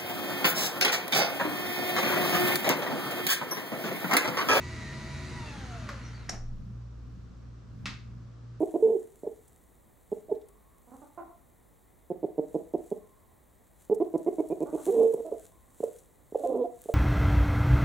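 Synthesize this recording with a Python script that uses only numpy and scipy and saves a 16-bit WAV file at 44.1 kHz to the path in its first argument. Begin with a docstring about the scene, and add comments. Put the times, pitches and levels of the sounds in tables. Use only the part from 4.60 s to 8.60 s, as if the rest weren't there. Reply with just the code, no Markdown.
"""A steady whine comes first: the two leg motors of a standing desk, in a small carpeted bedroom.
Armatures sing, brushes rasp once a half turn, the columns slide and the gears rumble in the frame;
an appliance hums behind, beating against the mains. As the motors ramp down the whine falls, the
drive squeaks and the frame knocks. A quick clatter marks the stop, a deep shudder follows, and later
comes one sharp click."""
import sys
import numpy as np
from scipy import signal
from scipy.fft import rfft, irfft
from scipy.io import wavfile
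from scipy.ndimage import uniform_filter1d, map_coordinates

SR = 44100
rng = np.random.default_rng(int(sys.argv[2]) if len(sys.argv) > 2 else 0)


def transcribe(signal):
    """Save signal, clipped to [-1, 1], as a 16-bit WAV file at the path in sys.argv[1]."""
    frames = np.atleast_2d(signal).T
    limited = np.clip(frames, -1, 1)
    pcm = np.round(limited * 32767).astype(np.int16)
    wavfile.write(sys.argv[1], SR, pcm)


N = 176400
T = np.arange(N) / SR
SHAFT_HZ, BRAKE_S, STOP_S = 81.03, .775, 1.69


def undb(db):
    """Amplitude grows tenfold for every 20 dB."""
    return 10 ** (np.asarray(db) / 20)


def unit(x):
    """Normalisation to rms 1."""
    return x / np.sqrt(np.mean(x ** 2))


def curve(table, column=1):
    """Gain envelope, interpolated in decibels between rows of time and level."""
    rows = np.array(table)
    return undb(np.interp(T, rows[:, 0], rows[:, column]))


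def walk(rate):
    """Random modulation: about `rate` steps a second, smoothed, at rms 1."""
    k = int(SR / rate)
    steps = np.repeat(rng.standard_normal(N // k + 2), k)
    return unit(uniform_filter1d(uniform_filter1d(steps, k), k)[:N])


def colour(x, points):
    """Minimum-phase filter through (Hz, dB) points; it keeps the power of white noise."""
    hz, db = np.array(points).T
    f = np.maximum(np.arange(N + 1) * SR / (2 * N), 1)
    bass_rolloff = np.minimum(f / hz[0], 1) ** 2
    gain = unit(undb(np.interp(np.log(f), np.log(hz), db)) * bass_rolloff + 1e-6)
    cepstrum = irfft(np.log(gain))
    cepstrum[1:N] *= 2  # folding the cepstrum makes the filter causal
    cepstrum[N + 1:] = 0
    return irfft(rfft(x, 2 * N) * np.exp(rfft(cepstrum)))[..., :N]


def stereo_noise(correlation):
    """Partial coherence: white noise mixed from a common and an opposed part."""
    mid, side = rng.standard_normal((2, N))
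    return unit(np.sqrt(1 + correlation) * mid + np.sqrt(1 - correlation) * np.array([side, -side]))


def room(x, wet_db):
    """Reverberation: direct sound plus a diffuse tail; carpet and bedding absorb the treble soonest."""
    noise = stereo_noise(correlation=.5)
    below = lambda hz: signal.sosfiltfilt(signal.butter(2, hz, fs=SR, output="sos"), noise)
    fade = lambda t60: np.exp(-np.log(1000) * T / t60)
    bass, body = below(hz=900), below(hz=8600)
    tail = bass * fade(t60=.49) + (body - bass) * fade(t60=.38) + (noise - body) * fade(t60=.21)
    tail = unit(tail * (T > .003)) / np.sqrt(N)  # reflections arrive after 3 ms
    return x + undb(wet_db) * signal.fftconvolve(x[None], tail, axes=1)[:, :N]


def shaft_tone(turns, order, shake_rad=0):
    """Modulation of a shaft order: its level flutters, and play in the gears can shake its phase."""
    shake = shake_rad * walk(rate=160) if shake_rad else 0
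    phase = 2 * np.pi * (order * turns + rng.random()) + shake
    return np.sqrt(2) * np.sin(phase) * undb(2.5 * walk(rate=13.8))


# Whine of armature and gears. Each row: multiple of the shaft rate, relative level in dB.
SHAFT_ORDERS = [(1, -51.5), (1.72, -50), (2.6, -53.5), (4, -61), (4.45, -57.5), (5.2, -63), (6, -74),
                (7.05, -69), (8, -62.5), (16, -67.5), (17, -80), (19, -68.5), (27.2, -80), (28, -66.5),
                (30, -63.5), (32, -68.5), (33, -67.5), (35, -68.5), (46, -70.5), (48, -65.5), (49, -70.5),
                (50, -71.5), (58.3, -71), (59.5, -72), (72, -71.5), (84, -78), (96, -77), (108, -80)]


def whine(hz, turns):
    """Rotating parts radiate at fixed multiples of the shaft rate, more weakly as they slow."""
    orders = sum(undb(db) * shaft_tone(turns, order) for order, db in SHAFT_ORDERS)
    return orders * (hz / SHAFT_HZ) ** 2.05


# Slot tones. 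Each row: time in seconds, relative levels of the fundamental and the octave in dB.
SLOT_LEVELS = [(0, -61.5, -55), (.2, -61, -56.5), (.29, -58, -54), (.42, -57, -56), (.62, -61, -60),
               (.77, -55.5, -58), (.825, -45.5, -62), (.92, -55, -65), (.97, -52, -65), (1.06, -58, -65),
               (1.135, -50, -57), (1.23, -56, -63), (1.3, -50.5, -65), (1.4, -61, -68), (1.47, -69, -79),
               (1.69, -75, -85)]
SLOTS = 12


def slot_tones(turns, tight):
    """Armature slots sound at their passing rate and its octave; a sideband swells at the tight spot."""
    sideband = undb(-2.5 + 7.5 * tight) * shaft_tone(turns, order=22.93)
    fundamental = shaft_tone(turns, SLOTS, shake_rad=.28)
    octave = shaft_tone(turns, 2 * SLOTS, shake_rad=.28)
    return curve(SLOT_LEVELS) * fundamental + curve(SLOT_LEVELS, column=2) * (octave + sideband)


# Housing resonances. Each row: frequency in Hz, width in Hz, relative peak level in dB.
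HOUSING_MODES = [(2680, 180, -57.5), (4160, 130, -59), (4530, 150, -61), (5750, 200, -66), (6400, 200, -62)]
# Slot overtones. Each row: multiple of the slot rate, relative level in dB.
SLOT_OVERTONES = [(3, 1), (4, -4), (5, 0), (6, -6.5), (7, -11), (8, -8), (9, 2)]


def housing_ring(hz, turns):
    """Forced resonance: slot overtones swell as they sweep through the modes of the housing."""
    driven = np.clip((BRAKE_S - T) / .05, 0, 1)  # the overtones are weaker until braking starts
    strength = undb(-10 * driven) * (hz / SHAFT_HZ) ** 1.6
    out = 0
    for multiple, overtone_db in SLOT_OVERTONES:
        order = SLOTS * multiple
        response = sum(undb(db) / (1 + (2 * (order * hz - mode_hz) / width) ** 2)
                       for mode_hz, width, db in HOUSING_MODES)
        overtone = shaft_tone(turns, order, shake_rad=.8) * undb(overtone_db + 3 * walk(rate=35))
        out = out + strength * response * overtone
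    return out


def brushes(turns):
    """Friction noise that partly repeats with every turn and swells twice a turn."""
    count, repeat_share = int(SR / SHAFT_HZ), .32
    surface = map_coordinates(rng.standard_normal(count), [turns % 1 * count], mode="grid-wrap")
    scrape = np.sqrt(repeat_share) * surface + np.sqrt(1 - repeat_share) * rng.standard_normal(N)
    return unit(scrape * np.exp(.36 * np.cos(4 * np.pi * turns)))


# Spectrum of the brush rasp. Each row: frequency in Hz, relative density in dB.
BRUSH_SPECTRUM = [(400, -6), (700, -8), (1000, -7), (1500, -9), (1950, -4.5), (2600, -11), (3300, -14.5),
                  (4000, -11), (4600, -12.5), (5200, -17.5), (6500, -14.5), (8200, -25), (9200, -23),
                  (11000, -34), (12300, -33.5), (15000, -69)]
# Envelope of the rasp. Each row: time in seconds, relative level in dB.
BRUSH_ENVELOPE = [(0, -46.5), (.8, -46.5), (1.05, -49), (1.3, -51), (1.5, -55.5), (1.69, -58.5)]


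def motors(running):
    """Beating: two motors follow one speed ramp at slightly different rates."""
    slowing_hz_per_s, wander, sag = 61.5, .0025, .00899
    speed = np.maximum(SHAFT_HZ - slowing_hz_per_s * np.maximum(T - BRAKE_S, 0), 1)
    tight = np.exp(-((T - .295) / .04995) ** 2)  # a tight spot in the travel
    tones, rasp = 0, 0
    for speed_ratio, gain in ((1, 1), (1.009, undb(-8.5))):
        hz = speed * speed_ratio * (1 + wander * walk(rate=9) - sag * tight)
        turns = np.cumsum(hz) / SR
        tones = tones + gain * (whine(hz, turns) + slot_tones(turns, tight) + housing_ring(hz, turns))
        rasp = rasp + gain * brushes(turns)
    rasp = colour(unit(rasp), BRUSH_SPECTRUM) * curve(BRUSH_ENVELOPE)
    return room(tones * running * undb(-1.5), wet_db=-9) + room(rasp * running * undb(-6), wet_db=1)


# Spectrum of the sliding columns. Each row: frequency in Hz, relative density in dB.
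SLIDE_SPECTRUM = [(400, -4), (800, -5.5), (1400, 14.5), (2000, -3.5), (3000, -3.5), (6000, -41.5),
                  (14000, -68)]
# Envelope of the sliding. Each row: time in seconds, level in dB.
SLIDE_ENVELOPE = [(0, -58), (.75, -60.5), (1.1, -54), (1.35, -53.5), (1.69, -61.5)]


def column_slide():
    """Sliding friction in the leg columns gives a band of noise near 1400 Hz."""
    return colour(stereo_noise(correlation=.66), SLIDE_SPECTRUM) * curve(SLIDE_ENVELOPE)


# Spectrum of the gear rumble. Each row: frequency in Hz, relative density in dB.
RUMBLE_SPECTRUM = [(35, -49.5), (60, -8.5), (80, -1.5), (110, -4.5), (140, -2), (175, -11.5), (220, -2.5),
                   (270, -10), (340, -16), (500, -32), (900, -59.5), (5000, -90)]
# Envelope of the rumble. Each row: time in seconds, level in dB.
RUMBLE_ENVELOPE = [(0, -44), (.28, -42), (.45, -47.5), (.9, -45.5), (1.25, -44.5), (1.5, -49), (1.69, -63)]


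def gear_rumble():
    """Structure-borne sound: the frame radiates the gears' vibration as low noise."""
    return colour(stereo_noise(correlation=.95), RUMBLE_SPECTRUM) * curve(RUMBLE_ENVELOPE)


# Appliance hum. Each row: time in seconds, level of the fundamental in dB, level of the octave in dB.
HUM_LEVELS = [(0, -53, -43), (.6, -49, -51), (1.3, -47, -45), (2.2, -46, -45), (2.7, -49, -53.5),
              (3.15, -55, -47.5), (3.6, -55.5, -46), (4, -55, -46.5)]


def appliance_hum():
    """Interference: the hum's octave beats against that of the mains about three times a second."""
    appliance_hz, mains_hz, in_phase_s = 58.54, 60, 3.58
    angle = 2 * np.pi * (T - in_phase_s)
    fundamental = curve(HUM_LEVELS) * np.cos(appliance_hz * angle + 2 * np.pi * rng.random())
    fundamental *= undb(1.4 * walk(rate=5.65))
    octave = curve(HUM_LEVELS, column=2) * np.cos(2 * appliance_hz * angle)
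    mains = undb(-57) * np.cos(2 * mains_hz * angle)
    return np.sqrt(2) * (fundamental + octave + mains)


# Spectra of building murmur and room hiss. Each row: frequency in Hz, relative density in dB.
BUILDING_SPECTRUM = [(15, -5), (35, -1.5), (55, 3.5), (90, 2), (140, -0.5), (180, 1.5), (230, -2.5),
                     (300, -11), (450, -55.5)]
AIR_SPECTRUM = [(250, -4), (450, -10), (650, -15.5), (850, -19), (1200, -14), (1600, -20.5), (2100, -26.5),
                (3200, -29), (5750, -29.5), (7600, -36.5), (9000, -45), (11000, -65), (15000, -71.5)]


def ambience():
    """The noise floor: a wavering low murmur of the building under a soft, steady hiss."""
    murmur = undb(-51.5) * colour(stereo_noise(correlation=.65), BUILDING_SPECTRUM)
    murmur *= undb(2.76 * walk(rate=6.84))
    return murmur + undb(-60) * colour(stereo_noise(correlation=.31), AIR_SPECTRUM)


# Squeaks near standstill. 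Each row: centre in seconds, pitch in Hz, level in dB.
DRIVE_SQUEAKS = [(1.215, 5780, -65), (1.35, 4500, -67), (1.43, 4330, -63), (1.455, 5740, -60),
                 (1.475, 3750, -66), (1.485, 5270, -67), (1.552, 4470, -61.5), (1.61, 4020, -67),
                 (1.64, 3700, -70)]


def squeaks():
    """Stick-slip: the slow-turning drive catches in brief, falling chirps."""
    half_width_s, fall_hz_per_s, jitter_hz = .017, 3500, 95
    out = 0
    for centre, hz, db in DRIVE_SQUEAKS:
        offset = np.clip(T - centre, -.1, .1)
        pitch = hz - fall_hz_per_s * offset + jitter_hz * walk(rate=300)
        chirp = np.sqrt(2) * np.sin(2 * np.pi * np.cumsum(pitch) / SR)
        out = out + undb(db) * chirp * np.exp(-(offset / half_width_s) ** 2)
    return room(out, wet_db=-1.5)


def chatter(envelope):
    """Spectral whitening evens out a noise burst, so that no chance pitch sticks out."""
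    burst = envelope * rng.standard_normal(N)
    bins = rfft(burst)
    whitened = irfft(bins / (np.abs(bins) + 1e-9) ** .8, N)
    return unit(whitened * (envelope > 0)) * np.std(burst)


# Spectra of the five impacts. Each row: frequency in Hz, relative density in dB.
KNOCK = [(300, -16.5), (600, -5), (850, -14.5), (1200, 0), (1900, -5.5), (2900, -20.5), (5000, -15),
         (7100, -24), (8300, -30.5), (10500, -40), (12300, -32), (15000, -52)]
TAP = [(400, -18), (1200, -13.5), (1850, 0.5), (2300, -12.5), (3000, -24), (9000, -39)]
STOP_CLICK = [(300, -4.5), (450, -9.5), (750, -3.5), (1050, -9.5), (1300, -5.5), (1850, -5.5),
              (2400, -11.5), (3400, -14.5), (4900, -7), (5300, -4), (5600, 4.5), (5950, -3.5), (7100, -6.5),
              (8000, -18), (9100, -13), (10000, -28), (12300, -28.5), (15000, -41.5)]
BUMP = [(250, -5.5), (480, -8), (740, -0.5), (1000, -10.5), (1300, -5), (2200, -20), (6000, -41)]
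LATE_CLICK = [(350, -16.5), (750, -22), (1200, -3.5), (1500, -8), (2000, -4), (2700, -3.5), (3100, -9),
              (3600, -7.5), (5400, -11.5), (7500, -21), (9500, -33.5), (12200, -37.5), (14500, -63)]
# Modes of the struck parts. Each row: frequency in Hz, level against the impact in dB, T60 in seconds.
KNOCK_MODES = [(1136, -2, .075)]
STOP_MODES = [(716, -15.5, 0.11), (5510, -8.5, .11), (5630, -14, 0.15), (7270, -24, .15)]
LATE_MODES = [(203, -14, .4), (262, -14, 0.38), (1209, -11.5, .16), (1307, -15, 0.12), (2180, -18, .2),
              (2735, -15, .2), (3590, -16, .12)]
# Clicks and knocks. Each row: start in seconds, level in dB, rise and decay in seconds,
# reverberation level in dB, spectrum, modes.
IMPACTS = [(1.2888, -35.5, 0.0008, 0.011, -3, KNOCK, KNOCK_MODES),
           (1.6891, -38.5, 0.0011, 0.0044, -3, TAP, []),
           (1.692, -29, 0.0036, 0.0041, -5, STOP_CLICK, STOP_MODES),
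           (1.736, -44, .002, 0.0076, -3, BUMP, []),
           (3.2564, -31, 0.0006, 0.0089, 0, LATE_CLICK, LATE_MODES)]


def clicks():
    """Impact excitation: each click is a brief chatter; the harder ones leave damped modes ringing."""
    bursts, rings = 0, np.zeros(N)
    for start, db, rise, decay, wet_db, spectrum, modes in IMPACTS:
        age = np.maximum(T - start, 0)
        attack = np.minimum(age / rise, 1)
        envelope = attack * np.exp(-np.maximum(age - rise, 0) / decay)
        bursts = bursts + room(undb(db) * colour(chatter(envelope), spectrum), wet_db)
        for hz, mode_db, t60 in modes:
            mode = np.sin(2 * np.pi * (hz * age + rng.random())) * np.exp(-np.log(1000) * age / t60)
            rings += undb(db + mode_db) * attack * mode
    return bursts + room(rings, wet_db=-10)


# Thuds after the last two clicks. Each row: centre in seconds, level in dB, half width in seconds.
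FRAME_THUDS = [(1.738, -44.5, 0.036), (3.287, -53, 0.052)]
# Spectrum of the settling frame. Each row: frequency in Hz, relative density in dB.
THUD_SPECTRUM = [(170, 4.5), (300, -1), (400, -8), (550, -15.5), (720, -4), (900, -9), (1100, -18),
                 (1600, -18), (3000, -21), (8000, -53)]


def shudder():
    """Transient vibration: the frame settles with soft thuds and one very deep swell after the stop."""
    thuds = sum(undb(db) * np.exp(-((T - centre) / width) ** 2) for centre, db, width in FRAME_THUDS)
    sway_hz, centre_s, half_width_s = 22.1, 1.883, .13
    swell = undb(-37) * np.exp(-((T - centre_s) / half_width_s) ** 2)
    sway = np.sqrt(2) * np.sin(2 * np.pi * sway_hz * T)
    return thuds * colour(stereo_noise(correlation=.69), THUD_SPECTRUM) + swell * sway


def scene():
    """Superposition of all sources; the desk is a touch louder and later on the left."""
    running = np.clip((STOP_S - T) / .0055, 0, 1)
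    desk = motors(running) + (column_slide() + gear_rumble()) * running + squeaks() + clicks()
    left, right = desk * undb([[.3], [-.3]])
    hz, lag_s = np.arange(N // 2 + 1) * SR / N, 1.3e-5
    left = irfft(rfft(left) * np.exp(-2j * np.pi * hz * lag_s), N)
    return np.array([left, right]) + shudder() + appliance_hum() + ambience()


def record(dry):
    """Band limiting: a steep elliptic low-pass cuts the treble above 15.3 kHz."""
    return signal.sosfilt(signal.ellip(8, .2, 70, 15300, fs=SR, output="sos"), dry)


dry = scene()
out = record(dry)
transcribe(out)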